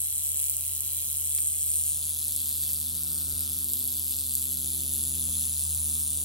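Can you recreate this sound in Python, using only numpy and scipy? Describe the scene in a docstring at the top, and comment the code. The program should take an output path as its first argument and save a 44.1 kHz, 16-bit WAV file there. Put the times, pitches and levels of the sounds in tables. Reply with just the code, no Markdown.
"""A coiled rattlesnake buzzes its tail on rocky ground, close to a drifting hand-held camera.
Its loose horn segments collide at each turn of the tail, about 140 times a second, and this impact
train excites their hollow resonances. A close reflection off the rock comb-filters the buzz.
Behind it are a few dry ticks, soft bumps of the hand, a rustle, the harmonic drone of a far engine
(probably a propeller plane) and the low rumble of outdoor air."""
import sys
import numpy as np
from scipy import signal
from scipy.fft import rfft, irfft
from scipy.io import wavfile
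from scipy.ndimage import uniform_filter1d

SR = 44100
rng = np.random.default_rng(int(sys.argv[2]) if len(sys.argv) > 2 else 0)


def master_out(mix):
    """Clip the mix to full scale and print it as 16-bit PCM to the path in sys.argv[1]."""
    frames = np.transpose(np.atleast_2d(mix))
    ceiling = np.clip(frames, -1, 1)
    pcm = np.round(ceiling * 32767).astype(np.int16)
    wavfile.write(sys.argv[1], SR, pcm)


N = 275184
TIME = np.arange(N) / SR
FRAMES = dict(nperseg=512, noverlap=384)  # short-time spectra, 128 samples apart
SIDE = np.array([1, -1])[:, None, None]  # left, right


def snake(hiss_db=-11, body_hiss_db=3.5, body_hz=6800):
    """Superposition: the direct buzz and a diffuse hiss combine with their reflection off the rock."""
    hz, t, direct = signal.stft(rattle(), SR, **FRAMES)
    hz = hz[:, None]
    body = 1 / (1 + (hz / body_hz) ** 10)  # selects the lower part of the buzz
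    comb = rock_reflection(hz, t)
    placed = direct * stereo_image(hz, t)
    hiss = gain_of(hiss_db + body * body_hiss_db) * diffuse_hiss(direct)
    heard = comb * (placed + hiss) * buzz_colour(hz, t, body)
    return signal.istft(heard, SR, **FRAMES)[1][:, :N]


# Force of the shaking: t/s, relative level/dB
SHAKE_FORCE = [(0, -33), (.45, -30.5), (1.25, -30.5), (1.45, -32.3), (2.15, -30.5), (2.45, -30),
               (2.75, -30.5), (2.95, -31.5), (3.35, -30.5), (3.7, -30.5), (5.1, -29.5), (6.24, -30.5)]
# Timing scatter of the strokes: t/s, deviation/ms
STROKE_JITTER = [(0, .16), (1.1, .15), (1.55, .25), (2.1, .12), (3, .15), (3.7, .08), (4.8, .05), (5.5, .1),
                 (6.24, .13)]
# Response of the hollow segments: f/Hz, relative level/dB
SHELL_RESPONSE = [(1500, -38), (2400, -23), (3000, -21), (3500, -18), (4500, -15), (5500, -16),
                  (6500, -14.5), (7600, -10.5), (8500, -3.5), (9400, -7), (11400, -8), (13100, -2.5),
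                  (14400, -10), (15800, -14.5)]
# Single hard clacks: t/s, level over the buzz/dB
HARD_CLACKS = [(.4978, 9.5), (.5678, 9.5), (.8068, 8.5), (2.2824, 5.5), (2.363, 8.5), (2.7328, 7),
               (3.035, 7), (3.6443, 9), (3.7351, 9), (3.8764, 7), (4.3532, 9)]


def rattle(vary_db=.66, backswing_db=-2.5, gap_s=.0013, ping_db=-8, loose_db=-2.5, level_db=-2):
    """Impact excitation: at each turn the base segments touch, the stack shuts, bounces and chatters."""
    at = stroke_times()
    late, hard, early = np.clip(rng.standard_normal((len(at), 3)), -2, 2).T
    at = at + late * curve(STROKE_JITTER, at) / 1000
    swing_db = backswing_db * (np.arange(len(at)) % 2)  # every other stroke is weaker
    shut = impacts(at, swing_db + vary_db * np.minimum(hard, 1), spread_ms=.3, vary_db=2, count=14)
    touch = impacts(at - gap_s, -6 + vary_db * early, spread_ms=.3, vary_db=4.5, count=6)
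    bounce = impacts(at + gap_s, -10 + vary_db * hard, spread_ms=.3, vary_db=2, count=8)
    chatter = impacts(at, np.full(len(at), loose_db), spread_ms=2.6, vary_db=4, count=40)
    pings = tip_pings(at, ping_db + swing_db)
    buzz = resonate(unit_rms(touch + shut + bounce + chatter + pings), SHELL_RESPONSE)
    clack_s, free_s = .003, .0065
    for s, db in HARD_CLACKS:
        buzz[round((s - free_s) * SR):round((s + clack_s / 2) * SR)] *= .4  # the segments swing free
        add(buzz, s - clack_s / 2, hard_clack(db, clack_s))
    throb_db = .5 * wander(rate_hz=18)  # the tail wobbles
    return buzz * gain_of(curve(SHAKE_FORCE) + level_db + throb_db)


# Repetition rate of the strokes: t/s, f/Hz
STROKE_RATE = [(0, 148), (.75, 141.5), (1.45, 147), (2.25, 149.5), (2.55, 147), (4.05, 140.5), (4.5, 136.5),
               (5, 138), (5.6, 141.5), (5.82, 147.5), (6.24, 143.5)]


def stroke_times(drift_hz=.3):
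    """Phase is the integral of rate: one stroke per cycle, shifted so each hard clack falls on one."""
    turns = np.cumsum(curve(STROKE_RATE) + drift_hz * wander(rate_hz=5)) / SR
    hard_s = np.transpose(HARD_CLACKS)[0]
    slip = np.unwrap(np.interp(hard_s, TIME, turns) % 1, period=1)
    turns = turns - np.interp(TIME, hard_s, slip)
    return TIME[1:][np.diff(np.floor(turns)) > 0]


def impacts(at, db, spread_ms, vary_db, count):
    """Energy partition: a clump of tiny impulses around each time shares the energy of the stroke."""
    offset, size, sign = rng.standard_normal((len(at), count, 3)).transpose(2, 0, 1)
    where = np.round((at[:, None] + offset * spread_ms / 1000) * SR).astype(int)
    shares = gain_of(vary_db * np.minimum(size, 1)) * np.sign(sign)
    strength = gain_of(db[:, None]) * shares / np.linalg.norm(shares, axis=1, keepdims=True)
    return np.bincount(where.ravel() % N, strength.ravel(), N)


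def tip_pings(at, db, hz=10900, spread_hz=1300, length_s=.0015):
    """Free vibration: the tip segment rings briefly at each stroke, each time at another pitch."""
    window, pings = np.hanning(round(length_s * SR)), np.zeros(N)
    for s, level, (detune, phase) in zip(at, db, rng.uniform(-1.06, 1, (len(at), 2))):
        ping = window * np.sin(2 * np.pi * (hz + spread_hz * detune) * TIME[:len(window)] + np.pi * phase)
        add(pings, max(s - len(window) / SR / 2, 0), gain_of(level) * ping / np.linalg.norm(ping))
    return pings


def hard_clack(db, length_s):
    """Broadband excitation: all the segments hit together in one dense burst of the shell's ring."""
    window = np.hanning(round(length_s * SR))
    noise = band(rng.standard_normal(len(window)), 5500, 15000)
    burst = resonate(noise, SHELL_RESPONSE)[:len(window)]
    return gain_of(db) * unit_rms(burst * window)


# Delay of the rock's echo as the camera moves: t/s, delay/ms
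ECHO_DELAY = [(0, .353), (.8, .392), (1.7, .338), (2, .297), (2.4, .25), (3.05, .236), (3.45, .238),
              (3.8, .25), (4.2, .249), (4.5, .267), (5, .28), (5.35, .294), (6.24, .308)]
# Reflection coefficient of the rough rock: f/Hz, amplitude ratio
ROCK_REFLECTANCE = [(3000, .2), (5500, .38), (7000, .3), (8200, .65), (9000, .85), (10200, .85),
                    (12200, .68), (16000, .4)]
# Part of the echo that reaches the camera: t/s, amplitude ratio
ECHO_SHARE = [(0, 0.5), (1.1, 0), (1.5, 0.43), (2.1, 0.5), (2.4, 0.8), (5.3, 0.9), (5.6, 0.5), (6.24, 0.5)]


def rock_reflection(hz, t, port_skew=.0013, rebound=.22):
    """Interference: direct sound and an echo of changing delay form a gliding comb filter."""
    shake = 1 + .005 * wander(rate_hz=20, t=t)  # the wobbling tail shakes the delay
    delay_s = curve(ECHO_DELAY, t) / 1000 * shake * (1 + SIDE * port_skew)
    uneven = 1 + .15 * wander(rate_hz=10, t=t)  # the echo of uneven rock comes and goes
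    share = np.clip(read(ROCK_REFLECTANCE, hz) * uneven * curve(ECHO_SHARE, t), 0, 1)
    echo = share * np.exp(-2j * np.pi * hz * delay_s)
    return (1 + echo) / (1 + rebound * echo)  # repeated bounces narrow the notches


# How strongly the buzz has its wide opening stereo image: t/s, fraction
WIDE_OPENING = [(0, 1), (1.2, .9), (1.7, .6), (2.2, 0)]
# Phase lead of the left microphone port: f/Hz, phase/rad
PORT_LEAD = [(1500, 2.8), (2400, 3.4), (3200, 6.2), (6400, 6.3), (7400, 5.4), (8000, 3), (8700, 2.5),
             (9500, 1.4), (10400, .1), (11400, -.1), (12900, -3.1), (14200, -3.4), (15000, -6.2)]
# Extra left-right phase in the first two seconds: f/Hz, phase/rad
OPENING_LEAD = [(1500, 0), (2100, 3), (2700, 2.3), (3100, 1), (3650, 3), (4050, 1.6), (4500, 3.1),
                (5100, 2), (5500, .5), (6100, 3.4), (6800, 4.1), (7400, 1.2), (8000, 0)]
# Left minus right, in the opening image and once it has settled: f/Hz, level/dB
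OPENING_BALANCE = [(1800, 0), (2900, 9), (3400, -7), (3900, 21), (4300, -13), (4900, 19), (5900, -3),
                   (6800, -13), (7400, -5), (7850, 13), (8400, -1), (16000, 1)]
SETTLED_BALANCE = [(1800, -6.5), (3000, 14.5), (4500, 0), (5900, 1), (6900, 10), (7500, 9), (8200, -0.5),
                   (16000, 1)]


def stereo_image(hz, t, sway_rad=.083):
    """Interchannel phase and level differences: the buzz starts wide and settles in about two seconds."""
    wide = curve(WIDE_OPENING, t)
    sway = sway_rad * hz / RING_HZ * wander(rate_hz=3, t=t)  # the tail sways from side to side
    phase = read(PORT_LEAD, hz) + wide * read(OPENING_LEAD, hz) + sway
    balance_db = (1 - wide) * read(SETTLED_BALANCE, hz) + wide * read(OPENING_BALANCE, hz)
    balance = gain_of(SIDE * balance_db / 2)
    return np.exp(.5j * SIDE * phase) * balance / np.sqrt(np.mean(balance ** 2, axis=0))


def diffuse_hiss(direct, t60_s=.035):
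    """Decorrelation: a diffuse hiss follows the buzz, different on each side, and widens it."""
    decay = gain_of(-120 * 128 / SR / t60_s)  # power ratio from frame to frame
    power = signal.lfilter([0, 1 - decay], [1, -decay], abs(direct) ** 2, axis=1)
    noise = signal.stft(rng.standard_normal((2, N)), SR, **FRAMES)[2]
    return np.sqrt(uniform_filter1d(power, 3, axis=0).clip(0)) * noise / np.std(noise)


# Strongest resonances of the segments: f/Hz, bandwidth/Hz, gain/dB
SEGMENT_RESONANCES = [(3470, 240, 6.5), (4020, 200, 2.5), (8250, 450, 2), (11200, 650, 3.5),
                      (13000, 710, 2)]
# Colour of the buzz in the first two seconds: f/Hz, gain/dB
OPENING_COLOUR = [(2500, -2), (3350, 2.5), (3650, -5.5), (4000, 3), (4500, -4.5), (5400, -5), (6500, 4.5),
                  (7700, -0.5), (8400, 5), (9800, -2.5), (11500, 1.5), (12200, 3.5), (13200, -4),
                  (13900, -1), (14900, 4.5)]
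# Lift of the main ring as the tail turns toward the camera: t/s, gain/dB
RING_GAIN = [(0, 6), (.48, 4), (.78, -1), (1.1, 2), (1.45, 8.5), (1.88, 10), (2.2, 3.5), (3, 1.5), (3.6, 1),
             (4.25, 3), (4.9, 3.5), (5.3, 6.5), (6, 7.5)]
RING_HZ, RING_WIDTH_HZ = 8400, 2800


def buzz_colour(hz, t, body, usual_force_db=-30.5, body_steadiness=.17, flicker_db=.75):
    """Resonance and directivity: the segments' modes and the turning of the tail shape the spectrum."""
    db = sum(lift / (1 + (2 * (hz - centre) / width) ** 2) for centre, width, lift in SEGMENT_RESONANCES)
    # the low body follows the force only in part
    db = db + body * body_steadiness * (usual_force_db - curve(SHAKE_FORCE, t))
    db += curve(WIDE_OPENING, t) * read(OPENING_COLOUR, hz)
    db += curve(RING_GAIN, t) * np.exp(-(2 * (hz - RING_HZ) / RING_WIDTH_HZ) ** 2)
    db += flicker_db * flicker(db.shape)  # the rattle twists
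    return gain_of(db)


# Ticks of twigs and grit: t/s, relative level/dB
TWIG_TICKS = [(1.3843, -32), (2.5022, -43), (2.6324, -40), (2.689, -40)]
# Spectrum of a tick: f/Hz, relative level/dB
TICK_SPECTRUM = [(900, -6), (1400, -1), (1900, 4), (2500, 4.5), (5000, 7.5), (8000, 1), (16000, -30)]


def twig_ticks(level_db=-3, t60_s=.032):
    """Damped transients: twigs and grit tick in bursts of noise that decay exponentially."""
    cracks, t = np.zeros(N), TIME[:SR // 4]
    for s, db in TWIG_TICKS:
        add(cracks, s, gain_of(db + level_db - 60 * t / t60_s) * rng.standard_normal(len(t)))
    return resonate(cracks, TICK_SPECTRUM)


# Bumps of the hand: t/s, thud level/dB, knock level/dB
HAND_BUMPS = [(1.51, -53, -72), (1.675, -51, -72), (3.105, -51, -65), (3.22, -48, -68), (3.28, -52, -60),
              (3.328, -42.5, -61), (5.283, -45, -55)]


def hand_bumps(thud_hz=55, rise_s=.012, case_hz=(480, 760), case_t60_s=.09):
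    """Structure-borne sound: each bump of the hand is a low thud and a knock of the camera's case."""
    bumps, t = np.zeros(N), TIME[:SR // 4]
    thud = np.sin(2 * np.pi * thud_hz * t) * t / rise_s * np.exp(1 - t / rise_s)
    for s, thud_db, knock_db in HAND_BUMPS:
        knock = unit_rms(band(rng.standard_normal(len(t)), *case_hz)) * gain_of(-60 * t / case_t60_s)
        add(bumps, s, gain_of(thud_db) * thud + gain_of(knock_db) * knock)
    return bumps


def camera_rustle(at_s=3.3, width_s=.29, level_db=-63):
    """Handling noise: a narrow band swells and fades once as the camera is shifted."""
    noise = unit_rms(band(rng.standard_normal((2, N)), 1190, 1470))
    return noise * gain_of(level_db) * np.exp(-.5 * ((TIME - at_s) / width_s) ** 2)


# The engine's first four harmonics: t/s, then level/dB of each
ENGINE_HARMONICS = [(0, -50.5, -65, -71, -94), (.45, -50, -83.5, -87, -85), (.8, -48.5, -63.5, -71, -73),
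                    (1.6, -49, -64, -85, -76), (2.15, -46, -59, -66, -86), (2.42, -47, -66, -58, -73),
                    (2.6, -46.5, -56.5, -64, -73), (2.85, -46, -57, -55.5, -76),
                    (3.1, -47.5, -53, -56, -61.5), (3.4, -44, -56, -53, -66),
                    (3.75, -48.5, -57.5, -54, -60), (4.25, -45.5, -62.5, -58, -69.5),
                    (4.55, -46.5, -55, -53, -61), (4.95, -42.5, -53.5, -53.5, -57),
                    (5.25, -41.5, -50, -52.5, -57.5), (5.48, -42, -54, -54, -79),
                    (5.62, -42.5, -54, -64, -73), (5.9, -41, -56.5, -52.5, -68),
                    (6.24, -44, -58.5, -56, -62)]
# Its rasp, upper harmonics and the in-between lines of uneven firing: f/fundamental, relative level/dB
RASP_PARTIALS = [(2.75, -1), (3.25, -2), (3.75, -4), (4.25, -1), (4.75, -9), (5, -2.5), (5.25, -7),
                 (6, -3.5), (6.5, -11), (7, -4), (8, -12), (9, -8.5), (9.5, -11)]
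# The rasp carries only now and then: t/s, level/dB
RASP_LEVEL = [(0, -76), (2.4, -75.5), (2.9, -73), (3.3, -63.5), (3.65, -70.5), (3.8, -65), (4.15, -70),
              (4.3, -71), (4.42, -71), (4.75, -62), (5.28, -68), (5.36, -80), (5.9, -73), (6.24, -64)]


def far_engine(start_hz=83.9, sink_hz_per_s=.52, drift_hz=.13, port_rad=.16, rasp_rad=1.1, pan_db=1.5):
    """Line spectrum: a passing engine sinks in pitch, its partials swelling and fading through the air."""
    pitch = start_hz - sink_hz_per_s * TIME + drift_hz * wander(rate_hz=3)
    angle = 2 * np.pi * np.cumsum(pitch) / SR
    drone, side = np.zeros((2, N)), SIDE[:, 0]
    for k in range(1, 5):
        db = curve(ENGINE_HARMONICS, column=k) + .8 * wander(rate_hz=3)
        drone += gain_of(db) * np.sin(k * (angle + side * port_rad) + 2 * np.pi * rng.random())
    rasp_db = curve(RASP_LEVEL) + side * pan_db
    for k, partial_db in RASP_PARTIALS:
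        db = rasp_db + partial_db + 3 * wander(rate_hz=12)
        drone += gain_of(db) * np.sin(k * angle + side * rasp_rad + 2 * np.pi * rng.random())
    return np.sqrt(2) * drone


# Spectral density of outdoor air: f/Hz, relative level/dB
AIR_SPECTRUM = [(20, -35), (40, -3), (60, -0.5), (100, -1.5), (140, -5), (220, -10), (330, -13),
                (480, -17.5), (900, -17.5), (1400, -15.5), (2000, -27.5), (4000, -19.5)]
# Likeness of left and right: f/Hz, correlation (clipped to -1..1)
AIR_CORRELATION = [(30, -0.67), (100, 1), (250, 0.74), (500, 0.14), (1000, 0.4), (2000, -1.14),
                   (4000, 0.93)]


def outdoor_air(level_db=-52, usual_drone_db=-46.5, follow_share=.34):
    """Partly coherent noise: a low outdoor rumble that swells with the engine's fundamental."""
    hz = np.fft.rfftfreq(N, 1 / SR)
    left, independent = rfft(rng.standard_normal((2, N)))
    correlation = np.clip(read(AIR_CORRELATION, hz), -1, 1)
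    right = correlation * left + np.sqrt(1 - correlation ** 2) * independent
    rumble = irfft(np.array([left, right]) * gain_of(read(AIR_SPECTRUM, hz)), N)
    swell_db = follow_share * (curve(ENGINE_HARMONICS) - usual_drone_db)
    return unit_rms(rumble) * gain_of(level_db + swell_db)


def gain_of(db):
    """Decibels to amplitude."""
    return 10 ** (np.asarray(db) / 20)


def unit_rms(x):
    """Normalisation to rms 1."""
    return x / np.sqrt(np.mean(x ** 2) + 1e-20)


def curve(rows, t=TIME, column=1):
    """Linear interpolation of one column of a time table."""
    columns = np.transpose(rows)
    return np.interp(t, columns[0], columns[column])


def read(points, hz):
    """Interpolation of a spectrum table on a log-frequency axis."""
    f, value = np.transpose(points)
    return np.interp(np.log(hz + 1), np.log(f + 1), value)


def add(mix, s, sound):
    """Superposition of a sound onto the mix at time s."""
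    part = mix[..., round(s * SR):][..., :sound.shape[-1]]
    part += sound[..., :part.shape[-1]]


def band(x, low_hz, high_hz):
    """Band-pass filter."""
    return signal.sosfilt(signal.butter(2, [low_hz, high_hz], "band", fs=SR, output="sos"), x)


def resonate(x, spectrum, size=2048):
    """Minimum-phase filter of unit energy: rings with the given spectrum and falls steeply below it."""
    hz = abs(np.fft.fftfreq(size, 1 / SR))
    low_cut = np.clip(hz / spectrum[0][0], .1, 1) ** 2
    log_gain = np.log(gain_of(read(spectrum, hz)) * low_cut)
    response = np.fft.ifft(np.exp(np.conj(signal.hilbert(log_gain)))).real
    return signal.oaconvolve(x, response / np.linalg.norm(response))[:N]


def flicker(shape, frames=45):
    """Smoothed noise: slowly drifting patches over frequency and time, rms 1."""
    patches = rng.standard_normal(shape)
    for _ in range(2):
        patches = uniform_filter1d(uniform_filter1d(patches, size=3, axis=0), size=frames, axis=1)
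    return unit_rms(patches)


def wander(rate_hz, t=TIME, count=24):
    """Random modulation: a sum of slow sines up to the given rate, rms 1."""
    hz = rate_hz * np.geomspace(1 / 10, 1, count)
    grid = np.linspace(0, N / SR, N // 256)
    slow = np.sin(2 * np.pi * (hz[:, None] * grid + rng.random((count, 1)))).sum(0)
    return np.interp(t, grid, unit_rms(slow))


def scene():
    """Superposition: the snake in front, everything else faint behind it."""
    return snake() + far_engine() + outdoor_air() + twig_ticks() + hand_bumps() + camera_rustle()


def record(dry, edge_hz=15900):
    """Band limiting: a linear-phase low-pass removes the highest treble."""
    low_pass = signal.firwin(511, edge_hz, window=("kaiser", 9), fs=SR)
    return signal.oaconvolve(dry, low_pass[None], "same")


dry = scene()
out = record(dry)
master_out(out)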